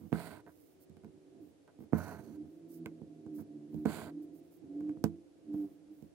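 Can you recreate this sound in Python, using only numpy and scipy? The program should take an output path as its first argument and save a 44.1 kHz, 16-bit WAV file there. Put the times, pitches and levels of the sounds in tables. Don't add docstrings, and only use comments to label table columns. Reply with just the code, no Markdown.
import sys
import numpy as np
from scipy import signal
from scipy.fft import rfft, irfft, next_fast_len
from scipy.io import wavfile
from scipy.ndimage import uniform_filter1d

SR = 44100
rng = np.random.default_rng(int(sys.argv[2]) if len(sys.argv) > 2 else 0)


def store_pcm(level_fs):
    pcm = np.round(np.clip(level_fs, -1, 1) * 32767).astype(np.int16)
    wavfile.write(sys.argv[1], SR, np.atleast_2d(pcm).T)


def gain_from_db(level_db):
    decades = np.asarray(level_db, float) / 20
    return 10 ** decades


N = 270758


def evened(x):
    return x / np.sqrt(np.mean(x ** 2) + 1e-20)


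def read(points, hz):
    f, value = np.transpose(points)
    return np.interp(np.log(hz + 1), np.log(f + 1), value)


def stroke(start, length):
    at = np.arange(round(start * SR), min(round((start + length) * SR), N))
    t = (at - at[0]) / SR
    return at, t, t / length


def swells(rows):
    t = np.arange(0, N / SR, .002)
    gain = sum(gain_from_db(db) * np.exp(-(2 * (t - s) / length) ** 4) for s, db, length in rows)
    return np.interp(np.arange(N) / SR, t, gain)


def wander(size, seconds):
    wide = max(1, round(seconds * SR))
    smooth = uniform_filter1d(rng.standard_normal(size), wide)
    return evened(uniform_filter1d(smooth, wide))


def coloured(x, points):
    size = next_fast_len(N)
    shape = gain_from_db(read(points, np.fft.rfftfreq(size, 1 / SR)))
    return evened(irfft(rfft(x, size) * shape, size)[:N])


def grit(per_s, spread_db):
    size = gain_from_db(spread_db * np.minimum(rng.exponential(1, N), 4)) * rng.standard_normal(N)
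    return evened(size * (rng.random(N) < per_s / SR))


def pair(x, other, left_db, lag, same):
    same = np.clip(same, 0, 1)
    left = same * np.roll(x, round(lag)) + np.sqrt(1 - same ** 2) * other
    both = np.array([gain_from_db(left_db) * left, x])
    return 2 * both / (1 + gain_from_db(2 * left_db)) ** .5


# (frequency [Hz], relative level [dB], t60 at damping 1 [s], left minus right [dB])
CLOTH_MODES = [(88.9, -11, 0.29, -21.5), (170, -3.5, 0.28, -25), (220.4, 9, 0.088, -28.5),
               (269.7, 10.5, 0.051, -6.5), (324, -1.5, 0.13, -6.5), (434.5, -4.5, 0.12, -3.5),
               (420, -22.5, 0.02, -7), (676, -7, 0.056, -11.5), (771, -18.5, 0.022, 7),
               (900, -18.5, 0.055, -17), (1027, -21, 0.063, -2.5), (1142, -19.5, 0.013, -11),
               (1447, -15.5, 0.03, -2.5), (1543, -21, 0.03, -2.5), (2116, -9, 0.01, -3.5)]


def drum_modes(damping=1, phase=0.98):
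    hz, _, t60, _ = np.transpose(CLOTH_MODES)[:, :, None]
    t = np.arange(SR // 3) / SR
    return gain_from_db(-60 * damping * t / t60) * np.cos(2 * np.pi * hz * t + phase)


def drum_response(modes, tilt_db=0, bell_db=0):
    hz, db, _, left_db = np.transpose(CLOTH_MODES)
    octaves = np.log2(hz / 1100)
    gain = gain_from_db(db + tilt_db * octaves - bell_db * octaves ** 2)
    left = (gain * gain_from_db(left_db)) @ modes
    left = np.pad(left, (5, 0))[:modes.shape[1]]
    return np.array([left, gain @ modes]) / gain.sum()


# (time [s], relative blow level [dB], relative tick level [dB],
# contact [ms], brightness [dB per octave], higher near the rim)
POPS_AND_TAPS = [(0.1203, -15.5, -54, 0.97, 6.5), (0.1277, -9.5, -47, 0.38, -1),
                 (0.897, -34.5, -62.5, 3.3, -7.5), (0.969, -37.5, -61, 0.38, 3),
                 (1.036, -26.5, -69, 1.06, 10.5), (1.046, -30.5, -59, 0.55, 4),
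                 (1.789, -34, -69.5, 1.23, -1.5), (1.925, -11, -57, 1.12, 10),
                 (1.9324, -6, -58, 0.61, -4.5), (2.8599, -20, -42, 0.13, 7), (3.017, -26.5, -67, 1.18, 0),
                 (3.264, -27.5, -64, 0.84, 4), (3.744, -21.5, -55.5, 1.55, -5),
                 (3.8542, -9.5, -48, 0.69, 6), (3.8582, -8.5, -40, 0.58, 2), (4.8076, -28, -58, 0.69, 4.5),
                 (4.894, -26.5, -58.5, 0.53, 4), (4.972, -33, -72, 0.8, -7),
                 (5.0409, -6.5, -27.5, 0.45, 1.2), (5.541, -21, -56, 1.06, 5.5),
                 (6.025, -31, -58, 1.5, -2.5)]
TICK_T60_S, SNAP_DB = 0.0023, 12
FRAY_T60_S, FRAY_DB = 0.12, -23.5


def blows():
    out, modes = np.zeros((2, N + SR)), drum_modes()
    t = np.arange(SR // 10) / SR
    noise = rng.standard_normal((len(POPS_AND_TAPS), len(t)))
    noise[:, 0] = gain_from_db(SNAP_DB)
    dying = gain_from_db(-60 * t / TICK_T60_S) + gain_from_db(FRAY_DB - 60 * t / FRAY_T60_S)
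    for (s, blow_db, tick_db, contact_ms, rim_db), puff in zip(POPS_AND_TAPS, noise):
        push = np.hanning(max(3, round(contact_ms * SR / 1000)) + 2)
        push = push[None] / push.sum()
        sound = gain_from_db(blow_db) * signal.fftconvolve(drum_response(modes, rim_db), push, axes=1)
        tick = gain_from_db(tick_db) * dying * signal.lfilter([1, .2], 1, puff)
        sound[:, :len(t)] += [gain_from_db(-9) * np.roll(tick, 6), tick]
        sound[0] *= gain_from_db(-3.5)
        at = round(s * SR)
        out[:, at:at + sound.shape[1]] += sound
    return out[:, :N]


# (start [s], length [s], relative rasp through the cloth [dB], relative fibre hiss [dB],
# share done at top speed [0 to 1], rasp lost by the end [dB])
YARN_PULLS = [(.13, 0.29, -51, -58, 0.35, 11.5), (1.935, 0.29, -48, -60.5, 0.48, 18),
              (3.862, 0.25, -49, -56, 0.29, 6)]
ONSET_S, STOP_S = 0.0063, 0.016
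JERK_DB, JERK_S = 9, 0.038
RASP_START_DB = 2.5
HISS_START_DB, HISS_END_DB = 6, 9
JUDDER_DB, JUDDER_S = 1.13, 0.01
TRAIL_START_S, TRAIL_LENGTH_S = 2.175, .2
TRAIL_RASP_DB, TRAIL_HISS_DB = -69, -74.5


def pulls():
    rasp, fibres = np.zeros((2, len(YARN_PULLS), N))
    judder = gain_from_db(JUDDER_DB * wander(N, JUDDER_S))
    for k, (start, length, rasp_db, hiss_db, top, end_db) in enumerate(YARN_PULLS):
        at, t, done = stroke(start, length)
        ends = np.clip(np.minimum(t / ONSET_S, (length - t) / STOP_S), 0, 1)
        early = np.maximum(1 - done / top, 0) ** 2
        late = np.maximum((done - top) / (1 - top), 0) ** 2
        jerk_db = JERK_DB * np.exp(-t / JERK_S)
        rasp[k, at] = ends * gain_from_db(rasp_db + jerk_db - RASP_START_DB * early - end_db * late)
        fibres[k, at] = ends * gain_from_db(hiss_db - HISS_START_DB * early - (end_db + HISS_END_DB) * late)
    at, t, _ = stroke(TRAIL_START_S, TRAIL_LENGTH_S)
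    ends = np.clip(np.minimum(t, TRAIL_LENGTH_S - t) / STOP_S, 0, 1)
    rasp[1, at] += ends * gain_from_db(TRAIL_RASP_DB)
    fibres[1, at] += ends * gain_from_db(TRAIL_HISS_DB)
    return rasp.sum(0) * judder, fibres * judder


def shaken(force, ring):
    sound = signal.oaconvolve(force[None], ring, axes=1)[:, :N]
    return sound / sound.mean(0).std()


# (time [s], relative level [dB], fall to 1/e [s])
WEAVE_SCRAPES = [(0.465, -56, 0.034), (1.678, -62, 0.022), (2.858, -46.5, 0.013), (3.385, -62.5, 0.026),
                 (5.039, -47, 0.02), (5.537, -72, 0.025)]
# (middle [s], relative level [dB], length [s])
HOOP_HANDLING = [(.04, -49, 0.083), (.92, -64, 0.073), (1.07, -57.5, 0.059), (1.16, -60, 0.044),
                 (1.44, -66, 0.18), (1.825, -50.5, 0.07), (2.25, -53.5, .25), (2.45, -56, 0.073),
                 (3.4, -46.5, 0.058), (3.76, -50, 0.068), (4.65, -56, 0.05), (5.6, -59, 0.22),
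                 (6.03, -62.5, 0.061)]


def rubbing(pulled):
    t = np.arange(N) / SR
    scrapes = sum(gain_from_db(db) * np.exp(-((t - s) / fall) ** 2) * (t > s) for s, db, fall in WEAVE_SCRAPES)
    touched = drum_modes(damping=2.8, phase=np.pi / 2)
    quick = drum_response(touched, tilt_db=4.5, bell_db=6.5)
    slow = drum_response(drum_modes(damping=0.62, phase=np.pi / 2), tilt_db=-5.0)
    soft_yarn = signal.butter(4, 1750, fs=SR, output="sos")
    slips = signal.sosfilt(soft_yarn, grit(4000, 1.96))
    rasp = shaken(slips, quick) * (pulled + scrapes)
    drag = shaken(grit(1200, 2.2), slow) * pulled * gain_from_db(-4.0)
    handling = shaken(grit(600, 2.4), slow) * swells(HOOP_HANDLING)
    return gain_from_db([[-2.5], [.6]]) * (rasp + drag) + handling


# (frequency [Hz], relative density [dB per Hz])
FIBRE_SPECTRA = [
    [(1180, -16), (2000, 4.5), (3150, -5), (4560, 0), (5100, -10), (5810, -13.5), (8050, -5.5),
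     (9080, -0.5), (10800, -8.5), (15600, -6.5)],
    [(1180, -11), (2000, -5), (2700, -2.5), (3470, -12), (4410, 1.5), (5060, -10), (6220, 1), (6890, -6.5),
     (8700, -4.5), (15600, -3.5)],
    [(1180, -38), (2000, 3), (2900, -1.5), (3840, -1.5), (4640, 0), (5560, -17.5), (7010, -3), (9720, -3.5),
     (15600, -9.5)],
]
# (middle [s],
# relative level [dB], length [s])
FINGER_BRUSHES = [(.05, -74.5, 0.23), (.49, -78, 0.031), (.62, -73, 0.27), (.825, -69, 0.05),
                  (1.46, -80, 0.11), (1.82, -75, 0.061), (1.985, -54.5, 0.015), (2.53, -83, 0.14),
                  (2.74, -63.5, 0.095), (3.385, -64, 0.082), (3.78, -75.5, 0.14), (4.235, -73.5, 0.04),
                  (4.37, -71, 0.062), (4.46, -80, .06), (4.545, -71.5, 0.078), (5.59, -72.5, 0.12),
                  (5.7, -79, 0.15), (6.0, -77.5, 0.17)]
# (frequency [Hz], relative density [dB per Hz])
BRUSH_SPECTRUM = [(2940, -26), (5000, -7), (8090, -9), (9150, 1), (10700, -6), (11400, -0.5), (15600, 2.5)]


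def hiss(pulled):
    out = np.zeros((2, N))
    for gain, spectrum in zip(pulled, FIBRE_SPECTRA):
        fibres, other = coloured(grit(9000, 1.7), spectrum), coloured(grit(7100, 8.5), spectrum)
        out += pair(fibres, other, left_db=-16.5, lag=24, same=0.067) * gain
    skin, other = coloured(grit(9800, 3.4), BRUSH_SPECTRUM), coloured(grit(9000, 6.4), BRUSH_SPECTRUM)
    return out + pair(skin, other, left_db=-9.0, lag=12, same=0.62) * swells(FINGER_BRUSHES)


# (frequency [Hz], t60 [s])
ROOM_DECAY = [(300, 0.1), (1000, 0.11), (12000, 0.044)]


def room(x):
    taps = np.zeros((2, SR // 2))
    at = np.arange(120, SR // 2 - 20, 20) + rng.integers(0, 20, (2, (SR // 2 - 121) // 20))
    np.put_along_axis(taps, at, rng.choice([-1., 1.], at.shape), 1)
    hz, t, z = signal.stft(taps, SR, nperseg=256)
    dying = gain_from_db(-60 * t / read(ROOM_DECAY, hz)[:, None])
    tail = signal.istft(z * dying, SR, nperseg=256)[1]
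    return signal.oaconvolve(x[None], tail / np.linalg.norm(tail[0]), axes=1)[:, :N]


def tone(hz, gain):
    waver = 1 + 0.086 * evened(uniform_filter1d(rng.standard_normal(len(hz)), 900))
    return 2 ** .5 * gain * waver * np.sin(2 * np.pi * (np.cumsum(hz) / SR + rng.random()))


# (time [s], firing rate [Hz], relative level [dB])
ENGINE_RUN = [(2.3, 76, -86), (2.41, 75.7, -50), (2.54, 83.3, -65.5), (2.58, 83.4, -64), (2.72, 83.03, -54),
              (2.82, 82.25, -45.5), (2.951, 80.5, -55), (3.12, 79, -60), (3.3, 77.5, -50.5),
              (3.37, 74.26, -51.5), (3.451, 74, -68.5), (3.58, 73.94, -52.5), (3.68, 73.88, -55.5),
              (3.8, 75.82, -46.5), (4.0, 78, -56.5), (4.18, 81.8, -49.5), (4.3, 82, -60.5),
              (4.5, 86, -66.5), (4.58, 89, -70), (4.7, 93.97, -51.5), (4.851, 100.7, -47.5),
              (4.92, 100.6, -47), (4.959, 102.5, -64.5), (5.1, 110.1, -52), (5.2, 111.2, -62.5),
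              (5.28, 117.7, -75), (5.44, 104.3, -68), (5.505, 98.85, -49.5), (5.57, 100.9, -43.5),
              (5.649, 98.3, -42.5), (5.69, 95.16, -65), (5.801, 101.5, -74.5), (5.92, 103.6, -54.5),
              (5.98, 100.6, -68), (6.1, 95.3, -69.5)]
ORDER_LEVELS = [-1.5, 1, -1, -2, -8, -10.5, -9.5, -8]
# (frequency [Hz], gain [dB])
ROOM_BOOM = [(140, -11.5), (160, -4), (180, -19), (222, -6), (260, -14), (285, 3.5), (300, 7.5), (318, -3),
             (335, 3.5), (385, -9.5), (405, -21.5), (640, -29.5), (690, -13.5), (740, -30.5)]
DRIFT_DB, DRIFT_S = 1.4, 0.087


def engine():
    s, firing_hz, loud_db = np.transpose(ENGINE_RUN)
    at, t, _ = stroke(s[0], s[-1] - s[0])
    hz = np.interp(t + s[0], s, firing_hz)
    db = np.interp(t + s[0], s, loud_db)
    out = np.zeros(N)
    for k, order_db in enumerate(ORDER_LEVELS, 2):
        drift_db = DRIFT_DB * wander(len(at), DRIFT_S)
        out[at] += tone(k * hz, gain_from_db(db + order_db + read(ROOM_BOOM, k * hz) + drift_db))
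    out[at] *= signal.windows.tukey(len(at), .02)
    return out


# (start [s], length [s], first frequency [Hz], last frequency [Hz], relative peak level [dB])
PASSING_HUMS = [(4.04, 0.281, 285, 305, -45), (.6, 1.0, 377.5, 377, -65.5), (5.44, 0.16, 240, 190, -56)]


def hums():
    out = np.zeros(N)
    for start, length, first_hz, last_hz, db in PASSING_HUMS:
        at, _, done = stroke(start, length)
        arch = abs(np.sin(np.pi * done)) ** 0.87
        out[at] += tone(first_hz + (last_hz - first_hz) * done, gain_from_db(db) * arch)
    return out


# (time [s], relative level [dB])
STREET_LEVEL = [(0, -71), (.45, -66), (.6, -69), (1.2, -69), (1.4, -56), (1.6, -73.5), (2.299, -54),
                (2.54, -59), (2.7, -57.5), (3.5, -57.5), (4.3, -56.5), (4.55, -64), (4.75, -52.5),
                (5.1, -55.5), (5.32, -71), (5.55, -52.5), (5.799, -65), (6.14, -71.5)]
# (frequency [Hz], width [Hz], relative level [dB])
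WALL_RESONANCES = [(297.3, 39, 1.5), (310, 17, -5), (384, 68, -10), (527.5, 35, -16.5), (684, 29, -15.5),
                   (162.6, 17, -6), (110.6, 3.5, -10)]


def street_rumble():
    size = next_fast_len(N)
    f = np.fft.rfftfreq(size, 1 / SR)
    wall = sum(gain_from_db(db) / (1 + (2 * (f - hz) / width) ** 2) for hz, width, db in WALL_RESONANCES)
    rumble, other = (evened(irfft(rfft(rng.standard_normal(size)) * wall, size)[:N]) for _ in range(2))
    street = gain_from_db(np.interp(np.arange(N) / SR, *np.transpose(STREET_LEVEL)))
    return pair(rumble, other, left_db=-6.0, lag=3, same=0.94) * street


# (frequency [Hz], relative density [dB per Hz])
AIR_SPECTRUM = [(18, -60), (30, -40), (90, -8.5), (220, -22.5), (301, 2.5), (391, -23), (434, -9),
                (677, -18.5), (1060, -29.5), (10300, -38.5), (11800, -43.5), (12700, -47), (15700, -70.5)]


def air():
    left, right = (coloured(rng.standard_normal(N), AIR_SPECTRUM) for _ in range(2))
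    return pair(right, left, left_db=-1.5, lag=0, same=0.074) * gain_from_db(-67.5)


def scene():
    rasp, fibres = pulls()
    work = blows() + rubbing(rasp) + hiss(fibres)
    small_hoop = signal.butter(6, 78, "high", fs=SR, output="sos")
    work = signal.sosfilt(small_hoop, work)
    reverberation = gain_from_db([[-14], [-10.5]]) * room(work.mean(0))
    outdoors = street_rumble() + (engine() + hums()) * gain_from_db([[-1.5], [1.3]])
    return work + reverberation + outdoors + air()


def low_pass(x):
    return signal.sosfilt(signal.butter(12, 16840, fs=SR, output="sos"), x)


def record(dry):
    top_edge = signal.firwin(255, 15940, fs=SR)
    band = signal.oaconvolve(dry, top_edge[None], "same")
    return low_pass(band)


dry = scene()
out = record(dry)
store_pcm(out)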